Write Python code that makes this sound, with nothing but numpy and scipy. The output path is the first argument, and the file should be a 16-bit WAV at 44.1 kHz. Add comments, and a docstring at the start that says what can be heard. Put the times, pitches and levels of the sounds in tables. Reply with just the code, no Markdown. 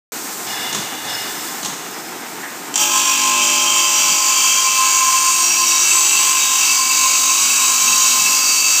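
"""Cutting a glass bottle on a wet saw

A water-cooled diamond wheel idles while a bottle is slid and knocked into place on the steel table.
Then the rim bites. The same grit passes the glass on every turn, making a buzzing rasp that rings
wheel and bottle, and the bottle's wall sings with a whine that chokes now and then.
The push of the hand (the feed) and the depth of the slot set the level and colour of the cut."""
import sys
import numpy as np
from scipy import signal
from scipy.fft import rfft, irfft, next_fast_len
from scipy.io import wavfile
from scipy.ndimage import uniform_filter1d

SR = 44100
rng = np.random.default_rng(int(sys.argv[2]) if len(sys.argv) > 2 else 0)


def log_audio(samples):
    """Write samples as a 16-bit WAV file to the path given in sys.argv[1]."""
    # one column per channel
    frames = np.atleast_2d(samples).T
    # limit to full scale, then quantise
    limited = np.clip(frames, -1, 1)
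    pcm = np.round(limited * 32767).astype(np.int16)
    wavfile.write(sys.argv[1], SR, pcm)


N = 388080

SPIN_HZ = 49.774   # turns of the wheel per second
BITE_S = 2.757   # the cut begins


# Colour of the rasp, and of the slurry (water and ground glass). Each row: pitch in Hz, relative dB.
RASP_COLOUR = [(60, -55), (500, -56), (800, -17.5), (1400, -7.5), (1850, -15), (2400, -19), (3560, -14.5),
               (4300, -6.5), (5150, -17.5), (5700, 1.5), (6800, 4), (7600, 4), (8400, -5), (9300, -13),
               (10400, -44), (15000, -19)]
SLURRY_COLOUR = [(100, -60), (4000, -29), (8000, -4), (9500, 1), (10400, -22), (12000, 1.5), (13500, 6.5),
                 (15200, 10)]
# Ringing notes of the steel wheel and of the bottle.
# Each row: pitch in Hz, width in Hz, relative dB in a shallow cut, relative dB in a deep cut.
WHEEL_NOTES = [(5710, 60, 1.5, 1), (6240, 70, -2.5, -2), (6340, 110, -26.5, -2), (6480, 60, -18, -1),
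               (7030, 62, -22, 0), (7270, 85, 5.5, -18), (7780, 140, -26, 1), (8200, 83, -8, -21),
               (8600, 50, -8.5, -5.5), (11270, 56, -18, -15)]
BOTTLE_NOTES = [(845, 6.1, -8, -16), (1077, 140, -7, -11), (1272, 31, -5, -9), (1630, 41, -4, -16.5),
                (2244, 20, -15, -8), (2353, 16.7, 1, -1.5), (2492, 22, -6, -15), (2673, 65, -4.5, -3.5),
                (2897, 380, -4.5, -10), (3143, 41, 3.5, -12), (3410, 52, -13, -18), (3792, 64, -29, -5.5),
                (4175, 57, -23, -7.5), (4450, 75, -27, -12), (4593, 41, -1.5, 1), (4843, 24, 0.5, 2),
                (5740, 42, -24, -7)]
# First catches of the rim on the glass. Each row: start in seconds, level in dB.
RIM_CATCHES = [(2.741, -20), (2.7567, -10.5), (2.777, -19.5)]

def grinding(cutting):
    """The rim rasps on the glass, rings wheel and bottle, and throws off slurry."""
    unsteady_db = 0.45 * drift(14)
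    rasp_db = cut_level(shallow_db=-14.5, deep_db=-15.5, feed_share=1) + unsteady_db
    bottle_db = cut_level(shallow_db=-18, deep_db=-19, feed_share=0.78) + unsteady_db
    slurry_db = cut_level(shallow_db=-24.5, deep_db=-25, feed_share=0.83) + unsteady_db
    slurry_db += 0.57 * (seconds() - BITE_S)   # slurry gathers in the slot
    pressure = rim_pressure(high_spots_db=1.5, runout_db=0.96, spot_hz=607)
    # fine grit wears away within a few turns, coarser grit lasts longer
    fine = pressure * grit(turns=7.6, chips_db=-4)
    medium = pressure * grit(turns=18.6, chips_db=-3.5)
    wheel = ring_in_cut(pressure * grit(turns=20, chips_db=5), WHEEL_NOTES, wander_db=3)
    rasp = rms_one(reflected(coloured(fine, RASP_COLOUR)) + from_db(-3) * wheel)
    bottle = ring_in_cut(medium, BOTTLE_NOTES, wander_db=1.38)
    slurry = pressure * noise(SLURRY_COLOUR)
    steady = from_db(rasp_db) * rasp + from_db(bottle_db) * bottle + from_db(slurry_db) * slurry
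    steady += swelling_notes(grit(turns=32, chips_db=-11))
    catches = decays(*np.transpose(RIM_CATCHES), t60=0.054) * (rasp + from_db(-6.5) * bottle)
    splash = decays([BITE_S], [-22], t60=0.6) * slurry   # the first bite flings water off the glass
    return cutting * (steady + splash) + catches


# How hard the hand pushes the bottle in. Each row: time in seconds, dB above or below a steady cut.
HAND_FEED = [(2.82, -1.5), (2.89, -5.5), (2.97, -1), (3.04, -3.5), (3.09, -2), (3.18, -4), (3.44, -3),
             (3.8, -1), (4.02, 0.5), (4.2, 0.5), (5.6, -0.5), (6.2, 0.2), (6.47, -0.5), (6.66, 1.9),
             (6.87, -0.8), (7.8, .5), (8.12, 1.8), (8.45, -1), (8.8, 0.8)]

def cut_level(shallow_db, deep_db, feed_share):
    """Level in dB of a layer that follows the depth of the slot and the push of the hand."""
    return shallow_db + slot_depth() * (deep_db - shallow_db) + feed_share * in_time(HAND_FEED)


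def slot_depth(start_s=3.33, settle_s=1.34):
    """The rim sinks into the glass ever more slowly, from 0 (shallow) towards 1 (deep)."""
    return 1 - np.exp(-np.maximum(seconds() - start_s, 0) / settle_s)


def rim_pattern(turns):
    """The rim's bumps come back on every turn and wear into new ones over about this many turns."""
    per_turn = round(SR / SPIN_HZ)
    fresh = rng.standard_normal((N // per_turn + 2, per_turn))
    keep = np.exp(-1 / turns)
    worn, _ = signal.lfilter([np.sqrt(1 - keep ** 2)], [1, -keep], fresh[1:], axis=0, zi=keep * fresh[:1])
    return worn.ravel()[:N]


def rim_pressure(high_spots_db, runout_db, spot_hz):
    """The rim presses unevenly: it has high spots and wobbles once a turn (runout)."""
    spots = rms_one(filtered(rim_pattern(turns=48), 2, spot_hz, "low"))
    wobble = np.sin(2 * np.pi * SPIN_HZ * seconds())
    return rms_one(from_db(high_spots_db * spots + runout_db * wobble))


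def grit(turns, chips_db):
    """The grinding force: the returning rim bumps plus chips that break off at random."""
    return rms_one(rim_pattern(turns) + from_db(chips_db) * rng.standard_normal(N))


def ring_in_cut(force, notes, wander_db):
    """Grinding rings an object's notes; their strengths wander and shift as the slot deepens."""
    depth = slot_depth()
    out = 0
    for hz, width, shallow_db, deep_db in notes:
        db = shallow_db + depth * (deep_db - shallow_db) + wander_db * drift(2.016)
        out += from_db(db) * resonance(force, hz, width)
    return rms_one(out)


# Echoes off the table and inside the wheel's guard. Each row: delay in seconds, strength as a factor.
STEEL_ECHOES = [(.0023, 0.088), (.0047, 0.24), (.0083, .2)]

def reflected(x):
    """Nearby steel adds very short echoes that colour the sound."""
    return rms_one(x + sum(strength * np.roll(x, round(delay * SR)) for delay, strength in STEEL_ECHOES))


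# Single notes that swell and fade in the cut: high screeches and one low hum.
# Each row: start in seconds, end in seconds, pitch in Hz, level in dB.
SWELLING_NOTES = [(3.5, 3.947, 3166, -24.5), (3.926, 4.08, 5740, -23), (3.903, 4.68, 7170, -25.5),
                  (4.303, 4.68, 3204, -26), (4.8, 5.127, 6640, -22), (5.345, 5.952, 5690, -21),
                  (5.45, 6.454, 350, -43), (5.75, 6.25, 6290, -24), (5.81, 5.934, 2660, -23.5),
                  (6.073, 6.222, 2660, -23), (6.333, 6.7, 3780, -29.5), (6.545, 7.258, 2272, -30.5),
                  (6.58, 6.79, 2648, -22), (6.896, 7.4, 6470, -23), (6.988, 8.5, 3865, -30.5),
                  (7.794, 8.2, 6560, -21.5), (8.3, 9.2, 4620, -25.5)]

def swelling_notes(force):
    """The returning grit rings single notes, each of which swells and fades."""
    out = np.zeros(N)
    for start, end, hz, db in SWELLING_NOTES:
        span = slice(int(start * SR), int(end * SR))
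        ring = held(resonance(resonance(force[span], hz, width=43), hz, width=43), samples=SR // 12)
        swell = signal.windows.tukey(span.stop - span.start, 0.5)[:len(ring)]
        out[span] += from_db(db) * swell * ring
    return out


# Strength of the whine. Each row: time in seconds, relative level in dB.
WHINE_LEVELS = [(2.8, -40), (2.89, -38), (2.96, -19), (3.28, -21), (3.45, -24.5), (3.9, -27), (4.5, -23),
                (5.1, -20), (5.75, -25), (6.02, -29), (6.5, -26), (7.3, -25.5), (8.1, -29.5), (8.5, -32),
                (8.8, -44)]
# Brief chokes of the whine. Each row: middle in seconds, half length in seconds, loss in dB.
WHINE_CHOKES = [(3.03, 0.044, 12), (3.16, 0.058, 10), (4.01, 0.021, 10), (4.12, 0.019, 12), (4.52, 0.12, 5),
                (5.5, 0.076, 11), (5.86, 0.049, 17), (6.09, 0.032, 9), (6.65, 0.088, 13), (7.47, 0.093, 23)]

def bottle_whine():
    """The bottle's wall sings a whine, with a rougher overtone above it."""
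    whine_db = in_time(WHINE_LEVELS) - swells(WHINE_CHOKES) + 0.78
    whine = wall_tone(whine_db, multiple=21, wander_db=0.6, flutter=0.17, rough=0.13,
                      sputter_db=6.5, sputters_per_s=34)
    overtone_db = cut_level(shallow_db=-34, deep_db=-27.5, feed_share=0.39)
    overtone = wall_tone(overtone_db, multiple=53, wander_db=-2.3, flutter=0.7, rough=0.35,
                         sputter_db=10, sputters_per_s=61)
    return whine + overtone


def wall_tone(level_db, multiple, wander_db, flutter, rough, sputter_db, sputters_per_s):
    """A note locked to a multiple of the spin rate; grit roughens it; it sputters as the cut deepens."""
    tone = np.sqrt(2) * np.sin(2 * np.pi * multiple * SPIN_HZ * seconds() + flutter * drift(9.8))
    bumps = rms_one(filtered(grit(turns=81, chips_db=-1), 2, [30, 130], "band"))
    sputter = held(from_db(sputter_db * slot_depth() * np.tanh(drift(sputters_per_s))), samples=SR // 4)
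    return from_db(level_db + wander_db * drift(12)) * tone * sputter * (1 + rough * bumps)


# Strength of the frame's drone. Each row: time in seconds, relative level in dB.
FRAME_LOAD = [(2.85, -28), (3.15, -34.5), (3.55, -31), (3.95, -34.5), (5.1, -43.5), (5.7, -36.5),
              (6.3, -49.5), (7.2, -37.5), (8.8, -42.5)]
# Its strong tones. Each row: multiple of the spin rate, relative level in dB.
FRAME_TONES = [(3, -9.5), (4, -24), (5, 5), (6, -12), (7, 1), (12, 2.5), (15, -12), (17, 6.5)]
# Colour of its shaking. Each row: pitch in Hz, relative level in dB.
FRAME_COLOUR = [(30, -50), (60, -42), (100, -47), (150, -3), (250, 13.5), (350, 15), (420, 0.5), (520, -16),
                (600, 10), (680, -6), (780, -26), (1100, -29)]

def frame_drone():
    """The saw's frame buzzes under load, shaken by the coarse shape of the rim."""
    tones = 0
    for multiple, db in FRAME_TONES:
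        gain = from_db(db + 2.7 * drift(2.95))
        phase = 2 * np.pi * (multiple * SPIN_HZ * seconds() + rng.random())
        tones += gain * np.sin(phase + 0.23 * drift(8.2))
    shake = coloured(grit(turns=15, chips_db=-19), FRAME_COLOUR)
    return from_db(in_time(FRAME_LOAD)) * (from_db(-4) * rms_one(tones) + from_db(-9.5) * shake)


# The bottle is set down. Each row: start in seconds, clack level in dB, thump level in dB.
BOTTLE_KNOCKS = [(0.468, -29, -50), (0.727, -20.5, -34), (0.747, -18.5, -30), (0.777, -36, -33.5),
                 (1.05, -32, -38), (1.630, -24, -34), (1.648, -21.5, -38), (1.658, -24.5, -35)]
# Colour of a clack. Each row: pitch in Hz, relative level in dB.
CLACK_COLOUR = [(300, -10), (1500, -6), (2600, -2), (3900, 3), (5000, -3), (6400, 5), (7600, 0.5),
                (9500, -8), (15000, -34)]

def knocks():
    """Glass hits steel: a clack that lingers in the room, a thin glassy ring and a table thump."""
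    times, clack_db, thump_db = np.transpose(BOTTLE_KNOCKS)
    room_tail = decays(times, clack_db - 13.5, t60=1)
    clack = noise(CLACK_COLOUR) * (decays(times, clack_db, t60=0.046) + room_tail)
    glass = rms_one(resonance(rng.standard_normal(N), hz=6500, width=410))
    ring = glass * decays(times, clack_db - 18, t60=1)
    table = noise([(60, -33), (120, -4), (170, -0.5), (300, -10), (500, -14), (1200, -7.5), (6000, -68)])
    thump = table * decays(times, thump_db, t60=0.34)
    return filtered(clack + ring + thump, 4, 110, "high")


# Pushes of the bottle. Each row: start in seconds, relative level in dB, fade in dB per second.
BOTTLE_PUSHES = [(0.462, -25, 15), (1.04, -25, 25)]
# Notes of the uncut bottle. Each row: pitch in Hz, width in Hz, relative level in dB.
SLIDE_NOTES = [(880, 90, -12), (1736, 39, -3), (2065, 20, -6.5), (2873, 31, -0.5), (3485, 12, -0.5),
               (3730, 14, -8), (4680, 90, -11)]

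def sliding(ring_build_s=0.02):
    """Glass pushed over wet steel scrapes, rings and rumbles the table, with squeaks and a last scuff."""
    push = strokes(BOTTLE_PUSHES, hold_s=0.11)
    keep = np.exp(-1 / (ring_build_s * SR))
    build_up = signal.lfilter([1 - keep], [1, -keep], push)   # the glass takes a moment to ring up
    friction = rng.standard_normal(N) * from_db(0.84 * drift(90))
    ring = sum(held(resonance(friction, hz, width), samples=SR // 25) * from_db(db + 2.1 * drift(24.35))
               for hz, width, db in SLIDE_NOTES)
    scrape = noise([(60, -40), (400, -17), (850, 4.5), (1200, -5), (1750, -1), (2400, -6),
                    (5000, -8), (12000, -30)])
    table = rms_one(resonance(resonance(friction, hz=110, width=40), hz=114, width=35))
    drag = push * (from_db(-5) * scrape + from_db(-25.5) * table)
    return drag + from_db(-3.5) * build_up * rms_one(ring) + squeaks(friction) + scuff(friction)


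# Squeaks of the bottle. Each row: start in seconds, relative level in dB, fade in dB per second.
BASE_SQUEAKS = [(0.465, -36.5, 45), (1.088, -31.5, 90), (1.35, -42, 50), (1.92, -44, 40), (2.035, -44, 120)]

def squeaks(friction):
    """The bottle's base sticks and slips on the wet steel: a high note with a rasping edge."""
    note = held(resonance(friction, hz=5190, width=17), samples=SR // 25)
    stick_slip = from_db(2.5 * drift(69.4))
    edge = from_db(-5) * rms_one(resonance(friction, hz=5270, width=400))
    return strokes(BASE_SQUEAKS, hold_s=0.055) * (note * stick_slip + edge)


# A scuff just before the cut. Each row: start in seconds, level in dB.
BASE_SCUFFS = [(2.432, -29)]

def scuff(friction):
    """The bottle rubs briefly on the table."""
    rub = rms_one(resonance(resonance(friction, hz=1740, width=510), hz=1800, width=560))
    return decays(*np.transpose(BASE_SCUFFS), t60=0.38) * rub


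# Cooling water thrown off the wheel. Each row: time in seconds, relative level in dB.
SPRAY_LEVELS = [(0.65, -34.5), (0.95, -38), (1.25, -34.5), (1.53, -35), (1.8, -40)]
# Colours of the spray and the roar, then the motor's tones. Each row: pitch in Hz, relative dB.
SPRAY_COLOUR = [(60, -50), (1500, -11), (3000, -10), (4200, -4), (5200, -2), (6200, 0.5), (7500, 2.5),
                (8600, -0.5), (10400, -10), (12000, -6.5), (13500, -1.5), (15300, -5.5)]
ROAR_COLOUR = [(30, -50), (60, -28), (90, -39), (130, -9.5), (200, -2), (320, 2), (460, -1.5), (560, -8),
               (780, 1), (1050, -4.5), (1350, -3), (2100, -5.5), (3100, -11.5), (6000, -19), (12000, -35)]
MOTOR_TONES = [(301.5, -46.5), (899.0, -47), (1050, -42.5), (1249, -44), (1297, -61), (1782, -69)]

def idling(cutting):
    """Water hisses off the wheel over the motor's roar and hum; the load of the cut quietens them."""
    spray = from_db(in_time(SPRAY_LEVELS) + 6.5 + 0.5 * drift(60)) * noise(SPRAY_COLOUR)
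    roar = from_db(-31.5 + 1.2 * drift(30)) * noise(ROAR_COLOUR)
    hum = 0
    for hz, db in MOTOR_TONES:
        gain = from_db(db - 0.5 + 1.7 * drift(4.2))
        hum += gain * np.sin(2 * np.pi * hz * seconds() + 1.1 * drift(5.4))
    return (spray + roar + hum) * from_db(-8 * cutting)


# Soft low thuds. Each row: middle in seconds, level in dB.
LOW_THUDS = [(4.1, -41.5), (5.94, -48), (7.91, -42), (8.24, -41)]
# Colour of a thud. Each row: pitch in Hz, relative level in dB.
THUD_COLOUR = [(15, -2), (50, -3), (100, -14), (170, 6), (300, -2), (800, -17), (4000, -70)]

def low_thuds(half_length_s=0.078):
    """Soft low thuds are heard at the loudest moments of the cut."""
    return swells([(s, half_length_s, from_db(db)) for s, db in LOW_THUDS]) * noise(THUD_COLOUR)


def from_db(db):
    """Turn decibels into a factor to multiply by."""
    return 10 ** (np.asarray(db) / 20)


def rms_one(x):
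    """Scale a sound to an average power of 1."""
    return x / np.sqrt(np.mean(x ** 2) + 1e-20)


def seconds():
    """The time of every sample."""
    return np.arange(N) / SR


def in_time(rows):
    """Join (seconds, value) points with straight lines."""
    return np.interp(seconds(), *np.transpose(rows))


def drift(rate):
    """A random wander of about 1 either way, with `rate` new values a second."""
    points = rng.standard_normal(4000)
    return np.interp(seconds() * rate, np.arange(len(points)), points) * np.sqrt(3 / 2)


def coloured(x, colour):
    """Shape a sound's lows and highs along (Hz, dB) points; the result has power 1."""
    hz, db = np.transpose(colour)
    size = next_fast_len(N)
    bin_hz = np.maximum(np.fft.rfftfreq(size, 1 / SR), 1)
    gains = from_db(np.interp(np.log(bin_hz), np.log(hz), db))
    return rms_one(irfft(rfft(x, size) * gains, size)[:N])


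def noise(colour):
    """Random noise with the given colour."""
    return coloured(rng.standard_normal(N), colour)


def filtered(x, order, hz, kind):
    """Keep the lows, the highs or a band; a higher order cuts more steeply."""
    return signal.sosfilt(signal.butter(order, hz, kind, fs=SR, output="sos"), x)


def resonance(x, hz, width):
    """Ring at one pitch; the smaller the width in Hz, the longer the ring."""
    r = np.exp(-np.pi * width / SR)
    feedback = [1, -2 * r * np.cos(2 * np.pi * hz / SR), r * r]
    return signal.lfilter(np.array([1, 0, -1]) * (1 - r * r) / 2, feedback, x)


def held(ring, samples):
    """Even out the level over this many samples, as friction keeps a note going."""
    return ring / np.sqrt(uniform_filter1d(ring ** 2, size=samples) + 1e-12)


def decays(times, levels_db, t60):
    """A level that jumps at each blow, then falls 60 dB in t60 seconds."""
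    blows = np.zeros(N)
    blows[np.round(np.array(times) * SR).astype(int)] = from_db(levels_db)
    return signal.lfilter([1], [1, -np.exp(-np.log(1000) / (t60 * SR))], blows + 1e-18)


def strokes(rows, hold_s, grip_s=0.0063):
    """The level of rubbing strokes: a quick grip, a hold, then a steady fade."""
    out = 0
    for start, db, fade_db_per_s in rows:
        age = seconds() - start
        grip = np.clip(age / grip_s, 0, 1)
        out = np.maximum(out, grip * from_db(db - fade_db_per_s * np.maximum(age - hold_s, 0)))
    return out


def swells(rows):
    """Smooth bumps, each given by its middle, half length and height."""
    return sum(height * np.exp(-((seconds() - middle) / half) ** 2) for middle, half, height in rows)


def scene():
    """Saw and bottle reach one microphone close to the wheel's guard."""
    cutting = np.clip((seconds() - BITE_S) / 0.058, 0, 1)   # 0 while idling, 1 in the cut
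    saw = cutting * bottle_whine() + idling(cutting) + sliding() + knocks()
    saw += grinding(cutting) + cutting * frame_drone()
    mono = filtered(saw, 4, 80, "high") + low_thuds()   # thin glass and steel give off little bass
    return np.stack([mono, mono])


def record(dry):
    """The microphone opens after a moment, the loudest grit overloads it, and the top treble is cut."""
    open_s, ceiling, hardness, cutoff_hz = 0.12, 0.66, 11, 15350
    opened = dry * (seconds() >= open_s)
    flattened = opened / (1 + np.abs(opened / ceiling) ** hardness) ** (1 / hardness)
    return signal.sosfilt(signal.ellip(12, 0.1, 80, cutoff_hz, fs=SR, output="sos"), flattened)


dry = scene()
out = record(dry)
log_audio(out)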